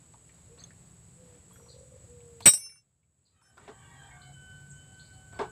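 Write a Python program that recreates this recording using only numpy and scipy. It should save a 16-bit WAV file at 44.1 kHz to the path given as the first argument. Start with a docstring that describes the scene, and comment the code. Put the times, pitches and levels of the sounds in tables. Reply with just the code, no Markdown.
"""An open truck workshop in a farmyard, heard through one microphone with automatic gain.
Hiss, traffic rumble, engine notes and insects (shaped noise and tones) run from the start.
Ticks (noise puffs), a dove (fluttering tone), a rustle, chicks (whistles) and tinkles follow.
At 2.4 s a dropped spanner clangs on steel (ringing modes), rattles and lies down; the gain ducks and recovers.
From 3.3 s far roosters (overtone stacks) crow, one holding a long note; hollow thuds come at 3.6 and 5.4 s."""
import sys
import numpy as np
from scipy import signal
from scipy.fft import rfft, irfft, next_fast_len
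from scipy.io import wavfile
from scipy.ndimage import uniform_filter1d, minimum_filter1d, map_coordinates

SR = 44100
rng = np.random.default_rng(int(sys.argv[2]) if len(sys.argv) > 2 else 0)


def log_audio(samples):
    """Write samples as a 16-bit WAV file to the path given in sys.argv[1]."""
    # one column per channel
    frames = np.atleast_2d(samples).T
    # limit to full scale, then quantise
    limited = np.clip(frames, -1, 1)
    pcm = np.round(limited * 32767).astype(np.int16)
    wavfile.write(sys.argv[1], SR, pcm)


N = 242982
T = np.arange(N) / SR


def amp(db):
    """Decibel law: the amplitude gain of a level."""
    return 10 ** (np.asarray(db) / 20)


def unit(x):
    """Power normalisation: x at rms 1."""
    return x / np.sqrt(np.mean(np.abs(x) ** 2) + 1e-20)


def filtered(x, response):
    """Linear filtering: the spectrum of x times a response of frequency."""
    m = next_fast_len(len(x) + 8192)
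    spectrum = rfft(x, m) * response(np.fft.rfftfreq(m, 1 / SR))
    return irfft(spectrum, m)[:len(x)]


def modes(table):
    """Modal superposition: the response of (hz, width_hz, level_db) resonances with alternating signs."""
    def response(f):
        total = 0
        for k, (hz, width_hz, level_db) in enumerate(table):
            damping = 1j * f * width_hz
            total = total + (-1) ** k * amp(level_db) * damping / (hz * hz - f * f + damping)
        return total
    return response


def noise(points, size=N):
    """Spectral shaping: noise of rms 1 coloured by (hz, level_db) points on a log frequency axis."""
    f, db = np.transpose(points)
    return unit(filtered(rng.standard_normal(size), lambda hz: amp(np.interp(np.log(hz + 1), np.log(f), db))))


def wobble(rate):
    """Random modulation: a smooth curve through rate random knots a second."""
    return map_coordinates(rng.standard_normal(SR // 10), [T * rate], order=2, mode="wrap")


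def smeared(phase, share, rate):
    """Line broadening: a tone of rms 1, a share of whose power is spread into narrow noise."""
    smear = unit(wobble(rate) + 1j * wobble(rate))
    return np.sqrt(2) * np.imag((np.sqrt(1 - share) + np.sqrt(share) * smear) * np.exp(1j * phase))


def add(track, s, x):
    """Superposition: mixes x into track from second s."""
    part = track[round(s * SR):][:len(x)]
    part += x[:len(part)]


def far(x, t60, wet_db):
    """Reverberation: the direct sound plus an exponentially decaying noise tail of echoes."""
    t = T[:SR // 2]
    tail = rng.standard_normal(len(t)) * amp(-60 * t / t60)
    return x + amp(wet_db) * signal.fftconvolve(x, tail / np.linalg.norm(tail))[:N]


def call(notes, attack, release, dip_db, sag_db, scoop_hz=0):
    """Voice contour: phase, gain and last column; notes rise out of a dip, glide, sag per second, fall back."""
    rows = []
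    for s, length, first_hz, last_hz, db, control in notes:
        glide_hz, end_db = (last_hz - first_hz) / length, db - sag_db * length
        rows += [(s, first_hz - scoop_hz, db - dip_db, control),
                 (s + attack, first_hz + glide_hz * attack, db, control),
                 (s + length - release, last_hz - glide_hz * release, end_db, control),
                 (s + length, last_hz, end_db - dip_db, control)]
    s, hz, db, control = np.transpose(rows)
    phase = 2 * np.pi * np.cumsum(np.interp(T, s, hz)) / SR
    gain = amp(np.interp(T, s, db, left=-200, right=-200))
    return phase, gain, np.clip(np.interp(T, s, control), 0, 1)


# Spectrum of the far hiss: pitch_hz [Hz], level_db [relative dB per Hz]
HISS_SPECTRUM = [(100, -16.5), (220, 5), (400, 1), (800, -5), (1500, -9), (3000, -12.5), (4500, -13),
                 (5700, -17), (9500, -22), (12200, -28), (15500, -29)]
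# Spectrum of the traffic: pitch_hz [Hz], level_db [relative dB per Hz]
RUMBLE_SPECTRUM = [(20, -26), (40, -18), (65, -3), (85, 0.5), (130, -1.5), (175, -5.5), (230, -19.5),
                   (400, -50)]
# Course of the traffic: time_s [s], level_db [dB, before a small random drift]
TRAFFIC_COURSE = [(0, -62), (.8, -58), (1.5, -58), (2.3, -58), (3, -55), (3.7, -58.5), (4.3, -53),
                  (4.9, -56.5), (5.5, -52.5)]


def yard():
    """Broadband noise: a nearly steady hiss over a lumpy low traffic rumble."""
    traffic_db = np.interp(T, *np.transpose(TRAFFIC_COURSE)) + 1.3 * wobble(2.8)
    hiss = amp(-66.0 + 0.69 * wobble(8.4)) * noise(HISS_SPECTRUM)
    return hiss + amp(traffic_db) * noise(RUMBLE_SPECTRUM)


# Far engines: start_s [s], length_s [s], first_hz [Hz], last_hz [Hz],
# level_db [dB at the end of the swell], unsteadiness [0-1]
ENGINE_NOTES = [(0, 2.1, 164.2, 182.6, -60.5, 0.62), (3.689, 1.49, 132, 145, -55, 0.44)]


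def drones():
    """Gliding quasi-periodic tones: engine notes that swell out of the rumble."""
    out = np.zeros(N)
    for note in ENGINE_NOTES:
        phase, gain, unsteady = call([note], attack=0.89, release=0.23, dip_db=16, sag_db=6)
        out += gain * amp(1.55 * wobble(4.12)) * smeared(phase, unsteady, rate=10)
    return out


# Cicada chorus bands: pitch_hz [Hz], width_hz [Hz], level_db [relative dB of one of two filter passes]
CICADA_BANDS = [(6708, 400, -5), (7887, 500, 0)]


def insects():
    """Resonance and amplitude modulation: a cicada chorus, a katydid's falling clicks, a cricket's chirps."""
    band = modes(CICADA_BANDS)
    chorus = unit(filtered(rng.standard_normal(N), lambda f: band(f) ** 2))
    chorus = chorus * amp(0.79 * wobble(60) + 0.34 * wobble(1.4))

    stroke = (108.8 * T + 0.042 * wobble(3)) % 1  # position within each stroke of the buzz
    sweep = 2 * np.pi * np.cumsum(11350 - 1400 * stroke + 100 * wobble(450)) / SR
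    katydid = np.exp(-((stroke - .3) / 0.19) ** 2) * amp(2.5 * wobble(90)) * np.sin(sweep)
    others = modes([(10750, 900, 0)])  # more katydids far off blur into a hiss
    katydid = katydid + amp(-8.5) * unit(filtered(rng.standard_normal(N), lambda f: others(f) ** 2))

    chirp = np.exp(-(((14.03 * T - .57) % 1 - .5) / .17) ** 2) * amp(2.5 * wobble(4))
    cricket = chirp * np.sin(2 * np.pi * 8490 * T + 1.5 * wobble(40))
    return amp(-61.5) * chorus + amp(-73.5) * katydid + amp(-71) * cricket


# Noise of ticks and drags: pitch_hz [Hz], level_db [relative dB per Hz]
SCUFF_SPECTRUM = [(100, -0.5), (300, 7.5), (2000, -2), (5000, -13), (9000, -23), (16000, -51.5)]
# Dull ticks: start_s [s], level_db [nominal dB], pitch_hz [Hz]
DULL_TICKS = [(0.138, -52, 920), (.293, -59.5, 2100), (0.619, -61.5, 1650), (.706, -55.5, 1900),
              (1.352, -56, 300), (1.51, -59, 1130), (1.558, -58, 1600), (1.596, -59.5, 1120),
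              (1.66, -58.5, 1050), (1.681, -65, 1010), (2.205, -64.5, 3000), (2.405, -47.5, 880),
              (2.54, -39, 635), (2.661, -47.5, 1400), (2.694, -46.5, 2240), (2.721, -50, 1478),
              (2.758, -51, 1530), (3.03, -62.5, 2490), (3.415, -48.5, 1210), (3.579, -41.5, 1200)]


def ticks():
    """Damped impact: a noise puff in one broad resonance, with a bright crack at first contact."""
    out, t = np.zeros(N), T[:SR // 2]
    body_t60_s, crack_t60_s = 0.12, .012
    for s, db, hz in DULL_TICKS:
        body = modes([(hz, 0.52 * hz, 0)])
        puff = unit(filtered(noise(SCUFF_SPECTRUM, len(t)), lambda f: body(f) ** 2 + 0.082))
        puff = puff * amp(db - 5.5 - 60 * t / body_t60_s) * (1 + 1.4 * np.exp(-t / .004))
        crack = noise([(500, -0.5), (5000, -3.5), (16000, -20.5)], len(t))
        add(out, s, puff + amp(db - 5 - 60 * t / crack_t60_s) * crack)
    return out


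# Coos: start_s [s], length_s [s], top_hz [Hz], last_hz [Hz],
# level_db [dB at the end of the swell], flutter [0-1]
COOS = [(0.482, 0.084, 489, 475, -53.5, 0.5), (1.157, 0.24, 518.4, 476, -59.5, 0.13),
        (1.464, .62, 522, 503, -57, 0.86), (2.069, 0.67, 490.5, 432, -55.5, 0.03)]


def dove():
    """Amplitude modulation: a near-pure tone fluttered near 48 Hz, alternate beats stronger; rolls swell slowly."""
    beat = np.pi * np.cumsum(48 + 6 * wobble(11)) / SR
    flutter = (.15 + np.sin(beat) ** 4) * (1 + 0.15 * np.sin(beat))
    flutter = unit(flutter * amp(2.5 * wobble(40)))
    out = np.zeros(N)
    for coo in COOS:
        length, roll = coo[1], coo[5]
        # a coo slides up while it swells, a rolled one further
        phase, gain, share = call([coo], attack=0.03 + 0.64 * length * roll, release=0.041, dip_db=13,
                                  sag_db=12, scoop_hz=18 + 79.8 * roll)
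        out += gain * (1 - share + share * flutter) * smeared(phase, 0.2 * share, rate=140)
    return far(out, t60=0.21, wet_db=-8.0)


# Resonances of a hollow box: pitch_hz [Hz], width_hz [Hz], level_db [relative dB]
BOX_MODES = [(388, 50, 0.5), (453, 127, -5.5), (670, 340, -10.5), (868, 140, -2), (1120, 310, -11),
             (1646, 43, -2.5), (4080, 380, -24)]
# Thuds and one rustle (the first row, its box far below its crunch):
# start_s [s], box_db [dB gain], crunch_db [dB gain], drag_s [s], t60_s [s]
DRAGS = [(0.576, -77, -65.5, 0.081, 0.32), (3.57, -54.5, -59, 0.089, 0.28),
         (3.677, -34.5, -54, 0.021, 0.15), (5.324, -48.5, -62.5, 0.0704, 0.12),
         (5.39, -23.5, -44, 0.029, 0.19)]


def rustle_and_thuds():
    """Forced resonance: a crunchy drag, hardest at first contact, rustles or drives a hollow box into a thud."""
    out, t = np.zeros(N), T[:SR // 2]
    for s, box_db, crunch_db, length, t60 in DRAGS:
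        drag = amp(-60 * np.maximum(t - length, 0) / t60) * noise(SCUFF_SPECTRUM, len(t))
        drag *= (1 + 2.2 * np.exp(-t / 0.006)) * (1 - np.exp(-t / .0015))
        add(out, s, amp(box_db) * filtered(drag, modes(BOX_MODES)) + amp(crunch_db) * drag)
    return out


# Chicks: start_s [s], length_s [s], middle_hz [Hz], fall_hz [Hz from start to end],
# level_db [dB before huskiness and echo]
CHICK_PEEPS = [(0.584, 0.039, 4380, 203, -57.5), (1.683, 0.08, 4230, 1366, -56.5),
               (2.419, 0.044, 4420, -170, -51), (3.249, 0.056, 4140, 2001.5, -56),
               (4.211, 0.043, 4380, -360, -58.5), (4.703, 0.022, 7280, 2895, -44.5),
               (4.937, 0.022, 4550, 0.5, -66), (4.99, 0.047, 4340, -320, -57),
               (5.045, 0.032, 4600, 97, -60.5), (5.124, 0.054, 4350, 437, -71)]


def chicks():
    """Frequency modulation: quick arched whistles, husky by random gain and heard mostly as echoes."""
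    out = np.zeros(N)
    arch_hz = 690  # the middle stands this far above the line from start to end
    for s, length, middle_hz, fall_hz, db in CHICK_PEEPS:
        u = T[:round(length * SR)] / length
        hz = middle_hz - fall_hz * (u - .5) - arch_hz * (2 * u - 1) ** 2
        swell = np.sin(np.pi * u ** 0.53) ** 2
        add(out, s, amp(db) * swell * np.sin(2 * np.pi * np.cumsum(hz) / SR))
    husky = out * (.3 + wobble(1100))
    return far(husky, t60=0.33, wet_db=1.5)


# Small loose parts: start_s [s], pitch_hz [Hz], level_db [dB before the onset and echo], t60_s [s]
LOOSE_PARTS = [(.602, 6400, -50, .05), (.638, 6380, -38, 0.035), (.639, 3490, -47.5, 0.027),
               (.64, 10300, -64, .1), (1.512, 8850, -65, 0.37), (1.52, 3310, -68, 0.32),
               (1.53, 11700, -65, 0.5), (1.556, 5798, -68, 0.64), (1.625, 5820, -65, 0.96),
               (1.81, 9300, -67, 0.16), (4.51, 4960, -73.5, 0.079), (4.55, 4260, -74, .25),
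               (5.345, 4520, -62, 0.23)]


def tinkles():
    """Free vibration: each small loose part rings in a single decaying mode."""
    out, t = np.zeros(N), T[:SR // 2]
    for s, hz, db, t60 in LOOSE_PARTS:
        onset = 1 - np.exp(-t / 0.0002)
        add(out, s, amp(db - 60 * t / t60) * np.sin(2 * np.pi * hz * t) * onset)
    return out


def ring(table, s, t, spent, hardness_db, rocking_db):
    """Modal decay: modes keep phase from blow to blow, decay over spent seconds, brighten with hardness."""
    out = 0
    for hz, db, t60 in table:
        start_db = db + hardness_db * np.log2(hz / 8000) + rng.normal(0, 4)
        # a turning tool beams each mode past the listener
        rock_db = rocking_db * np.sin(2 * np.pi * (rng.uniform(4, 10) * t + rng.random()))
        out = out + amp(start_db + rock_db - 60 * spent / t60) * np.sin(2 * np.pi * hz * (s + t))
    return out


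# Modes of the struck plate: pitch_hz [Hz], level_db [relative dB before hardness and scatter], t60_s [s]
PLATE_MODES = [(2327, -21, .07), (2941, -23, .06), (3833, -17, .1), (4447, -24, .06), (5669, -15, .25),
               (7458, -20, .07), (8084, 0, .13), (8697, -13, .22), (12333, -21, .13), (13020, -36, .12),
               (14620, -35, .15), (14980, -36, .2), (15150, -38, .2)]
# Modes of the spanner: pitch_hz [Hz], level_db [relative dB before hardness and scatter], t60_s [s]
SPANNER_MODES = [(1045, -36, .6), (1868, -28, .12), (2255, -25, 2), (2750, -25, 2), (3709, -30, .3),
                 (5351, -3, .6), (5357, -5, .5), (6135, -4, .4), (6150, -9, .8), (9243, -9, .2),
                 (9265, -4, .6), (9286, -8, .25), (10752, -7, .5), (10782, -9, .2), (11410, -15, .4),
                 (11510, -24, .2), (13790, -24, .3)]
# Blows: start_s [s], plate_db [dB gain], spanner_db [dB gain], clatter_db [dB gain], chatter_s [s]
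SPANNER_BLOWS = [(2.405, -74.5, -65, -45, 0.0012), (2.4561, -10, -40, -15, 0.027),
                 (2.473, -15.5, -62, -26, 0.022), (2.484, -22.5, -33.5, -22.5, 0.0042),
                 (2.535, -10.5, -24.5, -30, 0.00067), (2.574, -71, -62, -40, 0.0021),
                 (2.599, -68.5, -44, -53, 0.048), (2.691, -46, -48, -70, 0.004),
                 (3.415, -71, -56, -77, 0.0041)]
# Noise of a blow: pitch_hz [Hz], level_db [relative dB per Hz]
CLATTER_SPECTRUM = [(25, -27.5), (50, -8), (90, 7.5), (200, -4.5), (900, -8), (2700, -5), (4500, -9.5),
                    (6500, -14), (8200, -4), (10500, -21), (16000, -19.5)]


def clang():
    """Impact excitation: chatter sustains plate and noise; the spanner rings until it lies down."""
    out, t = np.zeros(N), T[:SR // 2]
    lies_down_s, lying_ring_s = 2.782, 0.088  # once lying, it rings freely only this long
    for s, plate_db, spanner_db, clatter_db, chatter in SPANNER_BLOWS:
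        free = max(lies_down_s - s, lying_ring_s)
        hardness_db = 2.5 + 0.071 * (clatter_db + 33.5)  # treble tilt in dB per octave
        spent = np.maximum(t - chatter, 0)
        rise = 1 - np.exp(-t / (.001 + 0.069 * chatter))
        plate = amp(plate_db) * ring(PLATE_MODES, s, t, spent, hardness_db, rocking_db=-0.94)
        spanner = ring(SPANNER_MODES, s, t, t, hardness_db, rocking_db=7.5) * (1 - np.exp(-t / 0.016))
        spanner *= amp(spanner_db - 60 * np.maximum(t - free, 0) / 0.12)
        fade = amp(-250 * np.minimum(t, chatter) - 60 * spent / .02) + amp(-12 - 60 * t / .2)
        clatter = amp(clatter_db) * fade * noise(CLATTER_SPECTRUM, len(t))
        add(out, s, rise * (plate + spanner + clatter))
    return out


# Roosters, each a pair: overtones level_db [relative dB], then syllables: start_s [s], length_s [s],
# first_hz [Hz], last_hz [Hz], level_db [dB before overtone levels], hoarseness [0-1]
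ROOSTER_CROWS = [([-8.5, -2, -21.5, -6.5, -20], [(3.36, 0.2, 769.5, 765, -62.5, 0.62),
                 (3.68, 0.24, 777, 781, -65, 0.41), (3.96, .21, 797, 789, -59, 0.56),
                 (4.2, 0.14, 762, 757, -61, 0.28)]), ([1.5, 7, -11, -12.5],
                 [(3.61, 0.15, 935, 940, -66.5, .55), (3.86, 0.134, 941, 952, -68, 0.3),
                 (3.99, 0.18, 929, 945, -69, 0.35)]), ([-1.5, -16, -0.5, -25],
                 [(4.11, 0.11, 728, 719, -58.5, 0.07), (4.25, 0.073, 728, 730, -62.5, 0.2)]),
                 ([-19.5, 0, -3, -5, -11.5, -7], [(3.32, 0.19, 634, 608, -64.5, 0.62),
                 (3.78, 0.23, 575, 561, -63, 0.52), (3.99, 0.27, 598, 580, -66, 0.54)])]


def roosters():
    """Harmonic synthesis: louder is brighter, hoarseness smears overtones and moving air makes each waver."""
    out = np.zeros(N)
    for overtones_db, syllables in ROOSTER_CROWS:
        phase, gain, hoarse = call(syllables, attack=.045, release=0.043, dip_db=5.5, sag_db=9)
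        for k, db in enumerate(overtones_db):
            brightness = (gain / amp(-56.5)) ** (0.086 * k)
            waver = amp(db + 3.4 * wobble(16))
            out += gain * brightness * waver * smeared((k + 1) * phase, hoarse, rate=250)
    return far(out, t60=.25, wet_db=-13)


# First rooster's long last note, harmonics counted from the fundamental: time_s [s],
# second_hz [Hz], second_db [dB], fourth_db [dB]
LONG_NOTE = [(4.35, 1517, -67, -60.5), (4.372, 1512, -58.5, -67.5), (4.536, 1515, -54, -64.5),
             (4.674, 1515, -61.5, -76), (4.702, 1512, -61, -88), (4.748, 1517, -57, -71),
             (4.8, 1518, -63.5, -63), (4.86, 1517, -69, -70), (5.02, 1523, -54.5, -67.5),
             (5.064, 1514, -70.5, -73.5), (5.124, 1516, -58.5, -74), (5.178, 1511, -77, -68),
             (5.212, 1510, -62.5, -72), (5.292, 1520, -63.5, -79), (5.356, 1507, -51.5, -82),
             (5.38, 1507, -56, -74)]


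def held_note():
    """Independent fading: harmonics of a clean long note come and go on their own over the distance."""
    s, second_hz, second_db, fourth_db = np.transpose(LONG_NOTE)
    phase = np.pi * np.cumsum(np.interp(T, s, second_hz)) / SR  # the fundamental, at half that pitch
    levels_db = [-77 + 6 * wobble(12), np.interp(T, s, second_db),
                 -85 + 4 * wobble(14), np.interp(T, s, fourth_db)]
    onset = np.clip((T - s[0]) / .03 + 1, 0, 1)
    note = sum(amp(db) * smeared((k + 1) * phase, .03, rate=100) for k, db in enumerate(levels_db))
    return far(onset * note, t60=.2, wet_db=-15)


def scene():
    """Superposition: all sources sum at one microphone that feeds both channels."""
    mono = yard() + drones() + insects() + dove() + roosters() + held_note() + chicks() + clang()
    mono += far(ticks() + tinkles() + rustle_and_thuds(), t60=0.05, wet_db=-8)
    return np.array([mono, mono])


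def held(level_db, hold):
    """Peak holding: the highest level of the last hold seconds."""
    size = int(hold * SR) | 1
    return -minimum_filter1d(-level_db, size, origin=size // 2, mode="nearest")


def record(dry):
    """Automatic gain control: loud sound pulls a gliding gain down through a short and a longer hold."""
    level_db = 10 * np.log10(np.abs(uniform_filter1d(dry[0] ** 2, size=882)) + 1e-12)
    over_db = np.maximum(level_db + 24.5, 0)
    cut_db = 0.32 * held(over_db, 0.58) + 0.83 * held(over_db, 0.92)
    glide = np.exp(-1 / (.15 * SR))  # time constant 0.15 s
    gain = amp(-signal.lfilter([1 - glide], [1, -glide], cut_db))
    out = filtered(dry[0] * gain, lambda hz: 1 / (1 + (hz / 15600) ** 200))  # steep top limit
    return np.array([out, out])


dry = scene()
out = record(dry)
log_audio(out)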